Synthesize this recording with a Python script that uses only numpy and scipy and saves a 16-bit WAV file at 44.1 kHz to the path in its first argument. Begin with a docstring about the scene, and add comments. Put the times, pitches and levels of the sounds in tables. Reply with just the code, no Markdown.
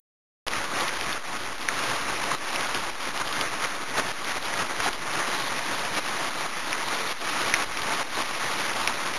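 """Heavy rain on leafy trees

A small camera stands under the leaves; its one microphone, silent at first, feeds both channels.
Countless distant drops merge into a noise wash whose level swells, sags abruptly and creeps back.
Nearer drops patter as short ringing taps, the closest snap sharply, and a faint low rumble comes and goes.
The camera takes about 8000 samples a second and holds each one, which mirrors the rain into a gritty treble.
"""
import sys
import numpy as np
from scipy import signal
from scipy.fft import rfft, irfft
from scipy.io import wavfile
from scipy.ndimage import uniform_filter1d

SR = 44100
rng = np.random.default_rng(int(sys.argv[2]) if len(sys.argv) > 2 else 0)


def dump_mix(stems):
    """Bounce the given channels to the path in sys.argv[1] as a 16-bit WAV at rate SR."""
    frames = np.atleast_2d(stems).T  # one column per channel
    limited = np.clip(frames, -1, 1)  # hard clip at full scale
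    pcm = np.round(limited * 32767).astype(np.int16)
    wavfile.write(sys.argv[1], SR, pcm)


N = 404838
TIME = np.arange(N) / SR  # s


def gain_of(db):
    """Decibels to amplitude."""
    return 10 ** (np.asarray(db) / 20)


def evened(x):
    """Scales to an rms of one."""
    return x / np.sqrt(np.mean(x ** 2) + 1e-20)


def follow(curve):
    """A curve's value at every sample."""
    return np.interp(TIME, *np.transpose(curve))


def add(mix, start_s, sound):
    """Mixes a sound in at a given time."""
    part = mix[round(start_s * SR):][:len(sound)]
    part += sound[:len(part)]


def lowpass(x, hz, order):
    """Smooth low-pass with no delay."""
    f = np.fft.rfftfreq(N, 1 / SR)
    return irfft(rfft(x) / np.sqrt(1 + (f / hz) ** (2 * order)), N)


def drift(hz):
    """Random wandering of rms one, mostly slower than the given rate."""
    return evened(lowpass(rng.standard_normal(N), hz, order=2))


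def wash(level_db=-2.5, patchy_db=1.1):
    """Distant drops merge into noise, slightly uneven from moment to moment and band to band."""
    # colour of the far rain: (frequency [Hz], relative level [dB])
    wash_colour = [(50, -19), (95, -7), (130, -7), (175, -9), (285, -2.5), (440, -5), (600, -6.5),
                   (780, -5), (1130, 0.24), (1550, -1.5), (2050, -1.5), (2600, -5.5), (3100, -6.5),
                   (4400, -5), (5200, -27)]
    # narrow resonances in the far rain: (frequency [Hz], width [Hz], lift [dB])
    resonances = [(569, 63, 5.5), (701, 67, 5), (887, 39, 5.5), (1114, 30, 3), (1260, 42, 3)]
    hz = np.fft.rfftfreq(1024, 1 / SR)
    real, imaginary, patches = rng.standard_normal((3, N // 256 + 5, len(hz)))
    patches = uniform_filter1d(patches, size=5, axis=0)  # over time
    patches = evened(uniform_filter1d(patches, size=14, axis=1))  # over frequency
    points_hz, points_db = np.transpose(wash_colour)
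    colour_db = np.interp(np.log(hz + 1), np.log(points_hz), points_db)
    for centre_hz, width_hz, lift_db in resonances:
        colour_db = colour_db + lift_db / (1 + (2 * (hz - centre_hz) / width_hz) ** 2)
    spectra = (real + 1j * imaginary) * gain_of(colour_db + patchy_db * patches)
    noise = signal.istft(spectra.T, nperseg=1024, noverlap=768)[1][:N]
    return gain_of(level_db) * evened(noise)


def uneven_bass(x, top_hz=200, count=5, patchy_db=4, patchy_hz=6.4):
    """The lowest part of the wash comes and goes, each narrow band by itself."""
    below = np.zeros(N)
    out = x.copy()
    for hz in np.geomspace(top_hz / 2, top_hz, count):
        band = lowpass(x, hz, order=16) - below
        below = below + band
        level = evened(gain_of(patchy_db * np.tanh(drift(patchy_hz))))
        out += band * (level - 1)
    return out


def tap(hz, ring_s, phase):
    """A drop strikes a wet leaf: a swing that builds to a crest at twice ring_s and dies away."""
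    t = np.arange(SR // 60) / SR
    u = t / (2 * ring_s)
    envelope = (u * np.exp(1 - u)) ** 4
    return envelope * np.sin(2 * np.pi * hz * (t - 2 * ring_s) + phase)


def patter(level_db, per_s, low_hz, high_hz, cycles, spread_db, count):
    """Drops of random size fall on many leaves, each leaf with a pitch of its own."""
    out = np.zeros(N)
    for hz in np.geomspace(low_hz, high_hz, count):
        ring, phase = rng.random(2)
        chance, size = rng.random((2, N))
        hit = np.flatnonzero(chance < per_s / count / SR)
        blows = np.zeros(N)
        blows[hit] = gain_of(spread_db * np.minimum(-np.log(size[hit]), 3.5))  # big drops are rare
        leaf = tap(hz, cycles * (.5 + ring) / hz, 2 * np.pi * phase)
        out += signal.oaconvolve(blows, leaf)[:N]
    return gain_of(level_db) * evened(out)


def surge_db(fall_s=0.0035, shoulder=2.63):
    """The level builds gradually, collapses in a few milliseconds into a sag, and recovers."""
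    # abrupt sags in loudness: (time [s], swell before [dB], sag after [dB], time to build and to recover [s])
    surges = [(.485, -1.5, 7, 0.05), (.589, 1, 4, 0.092), (.658, 0.5, 4, 0.13), (.897, 0.5, 3.5, 0.07),
              (.975, 1, 6, .021), (1.179, 2, 7.5, .09), (1.374, 3, 1.5, .038), (1.53, 0, 4, 0.077),
              (1.901, 2, 0.5, .061), (2.353, 1, 6.5, 0.095), (2.775, 3.5, 0.5, 0.031),
              (2.902, -1, 6.5, 0.13), (3.092, 2.5, 3.5, .057), (3.22, 2, 3, 0.044), (3.439, 2.9, -1, .1),
              (3.658, 5.7, -1, 0.045), (3.84, 1.5, 6, 0.031), (4.0, 6, -0.5, .05), (4.116, 1, 5.5, .12),
              (4.323, 3, 1.5, .045), (4.385, 1, 7, 0.056), (4.629, 5.5, -0.5, .069), (4.889, 9.5, 0, 0.099),
              (5.864, 1.1, 2, 0.043), (5.994, 3, 3, .053), (6.288, 3.5, 3.5, .1), (6.467, 1.7, 4, 0.18),
              (7.127, -1, 10, 0.1), (7.644, 0.5, 7, 0.14), (8.029, 2, 6.5, 0.098), (8.224, 2, 1, 0.069)]
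    out = np.zeros(N)
    t = np.arange(-SR // 3, SR // 3) / SR
    fallen = np.clip(t / fall_s, 0, 1)
    for s, swell_db, sag_db, length_s in surges:
        # a larger shoulder holds the crest and the trough longer
        nearness = np.exp(-abs(t / length_s) ** shoulder)
        add(out, s + t[0], (swell_db * (1 - fallen) - sag_db * fallen) * nearness)
    return out


def rumble(level_db=1, floor_db=-75, top_hz=70, bottom_hz=9.6, edge_s=.04):
    """Deep noise under the rain: each swell fades in, holds and fades out over a steady floor."""
    # swells of faint low rumble: (start [s], length [s], level before level_db [dB])
    rumbles = [(0.467, 0.181, -53), (0.932, 0.23, -51), (1.307, 0.44, -58), (2.029, 0.31, -53),
               (2.714, 0.24, -56), (3.029, 0.47, -59), (4.318, 0.19, -55), (4.796, 0.215, -50),
               (7.517, 0.35, -56), (8.15, 0.11, -59), (8.778, 0.22, -58)]
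    noise = lowpass(rng.standard_normal(N), top_hz, order=4)
    level = gain_of(floor_db)
    for s, length_s, db in rumbles:
        inside_s = np.minimum(TIME - s, s + length_s - TIME)
        level = level + gain_of(db + level_db) * np.clip(.5 + inside_s / edge_s, 0, 1)
    return level * evened(noise - lowpass(noise, bottom_hz, order=2))


def close_drops(level_db=-2.5, click_db=-11, click_hz=3400, click_s=0.00017, splash_db=-24, splash_s=0.0071,
                echo_db=-16, echo_s=0.0044):
    """The nearest drops: a click of contact, the leaf's snap, its echo, and a brief spatter of droplets."""
    # drops nearest the microphone: (time [s], peak before level_db [dB], pitch [Hz], ring [cycles])
    drops = [(0.482, -10, 3030, 0.73), (.5357, -11.5, 2180, .7), (.6421, -15, 1520, .4),
             (0.8825, -10, 2930, 0.56), (1.011, -11, 2800, 0.95), (1.1292, -8.5, 3450, 0.74),
             (1.6875, -4, 1900, 0.87), (2.2397, -14, 2750, 0.8), (2.3157, -10, 1130, 1.1),
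             (2.56, -11.5, 2750, 1.3), (2.7471, -11, 2750, 0.69), (3.075, -10, 1960, .3),
             (3.1757, -16, 3300, 0.9), (3.2757, -11, 3350, 0.63), (3.3267, -8.5, 3260, .6),
             (3.4118, -7.5, 2900, 0.62), (3.6428, -20, 2040, .7), (3.9875, -19.5, 650, 1),
             (4.1165, -13, 1950, 0.42), (4.2463, -17, 3550, 1.5), (4.4265, -17, 3510, .8),
             (4.5393, -14, 1710, .7), (4.803, -4, 1910, 0.32), (4.9306, -8, 3160, 0.54),
             (6.7298, -9, 2320, 0.85), (6.8853, -11, 3500, 0.63), (7.54, 6.5, 2220, 0.77),
             (7.7726, -8, 2540, .4), (7.819, -12, 3460, 0.73), (8.8755, -1, 2270, 0.58)]
    out = np.zeros(N)
    t = np.arange(SR // 25) / SR
    for s, db, hz, cycles in drops:
        phase, ring_s = rng.uniform(0, 2 * np.pi), cycles / hz
        click = tap(click_hz, click_s, phase)
        snap = gain_of(db + level_db) * tap(hz, ring_s, phase)
        # noise tinted with the pitch of the snap
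        spatter = evened(signal.fftconvolve(rng.standard_normal(len(t)), snap)[:len(t)])
        spatter = spatter * np.exp(-t / splash_s)
        add(out, s - ring_s - click_s, gain_of(db + click_db) * click)
        add(out, s - ring_s, snap)
        add(out, s - ring_s + echo_s, gain_of(echo_db) * snap)
        add(out, s, gain_of(db + splash_db) * spatter)
    return out


def scene(rain_db=0.5, split_hz=2200, bass_hz=84, flutter_db=1.07, flutter_hz=16,
          spray_follows=0.79, spray_drift_db=.7, spray_drift_hz=5.6):
    """Wash and patter surge together, the treble spray a little less; one microphone feeds both channels."""
    # underlying loudness before rain_db and surges: (time [s], level [dB])
    rain_level = [(0.47, -27), (0.83, -24), (1.1, -29.4), (1.62, -31.0), (1.8, -25), (2.3, -27),
                  (3.0, -28.1), (3.7, -29.5), (4.4, -27.2), (4.98, -32), (5.15, -25.5), (5.65, -27.5),
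                  (6.55, -28), (7.42, -24.5), (7.72, -25.5), (8.33, -29), (8.45, -25.2), (9.17, -28.5)]
    # treble spray against the body of the rain, before its drift: (time [s], level [dB])
    spray_level = [(.47, 0.1), (1.2, -0.2), (1.8, -0.5), (2.6, 0.4), (3.3, -0.5), (3.8, -1.7), (4.4, -0.3),
                   (4.9, -0.5), (5.2, -0.2), (5.5, 1), (6.2, -0.3), (7.1, 1.2), (7.5, 0.3), (8.3, 2),
                   (8.7, 1.5), (9.17, 0.1)]
    plops = patter(level_db=-12.0, per_s=450, low_hz=826, high_hz=2320, cycles=0.912, spread_db=2.5, count=16)
    ticks = patter(level_db=-13.5, per_s=430, low_hz=2034, high_hz=3800, cycles=0.554, spread_db=2.5, count=16)
    drips = patter(level_db=-18, per_s=22, low_hz=2000, high_hz=3700, cycles=0.53, spread_db=1.3, count=8)
    rain = uneven_bass(wash()) + plops + ticks + drips
    rain = rain - lowpass(rain, bass_hz, order=12)  # the microphone passes almost no deep bass

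    flutter = flutter_db * drift(flutter_hz)  # quick chance changes of loudness
    loudness_db = rain_db + follow(rain_level) + surge_db() + flutter
    # the spray takes only a share of each change in loudness
    spray_db = (spray_follows - 1) * (loudness_db - loudness_db.mean()) + follow(spray_level)
    spray_db = spray_db + spray_drift_db * drift(spray_drift_hz)
    body = lowpass(rain, split_hz, order=3)
    spray = (rain - body) * gain_of(spray_db)
    rain = (body + spray) * gain_of(loudness_db)
    return np.tile(rain + close_drops() + rumble(), (2, 1))


def record(dry, ceiling=0.43, offset=-0.019, start_s=.466, camera_hz=8000.7, edge_hz=15740):
    """The camera starts, clips the biggest drops, and holds each of its slow samples as a step."""
    # treble response after the steps: (frequency [Hz], gain [dB])
    treble = [(6000, -0.5), (9300, 1.5), (10600, 1.5), (11800, -4), (12300, -12), (15500, -16.5)]
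    heard = np.clip(lowpass(dry[0], camera_hz / 2, order=16), -ceiling, ceiling)
    heard = np.where(TIME > start_s, heard + offset, 0)  # the converter sits slightly off zero
    instants = np.arange(0, N / SR + 1 / camera_hz, 1 / camera_hz)
    samples = np.interp(instants, TIME, heard)
    # the steps, averaged over each output sample, mirror the spectrum around the camera's rate
    area = np.interp(TIME, instants + .5 / camera_hz, np.cumsum(samples) / camera_hz)
    steps = np.diff(area, prepend=area[0]) * SR
    colour = gain_of(np.interp(np.fft.rfftfreq(N, 1 / SR), *np.transpose(treble)))
    out = irfft(rfft(steps) * colour, N)
    top_cut = signal.firwin(511, edge_hz, window=("kaiser", 9), fs=SR)
    out = signal.oaconvolve(out, top_cut, "same")
    return np.tile(out, (2, 1))


dry = scene()
out = record(dry)
dump_mix(out)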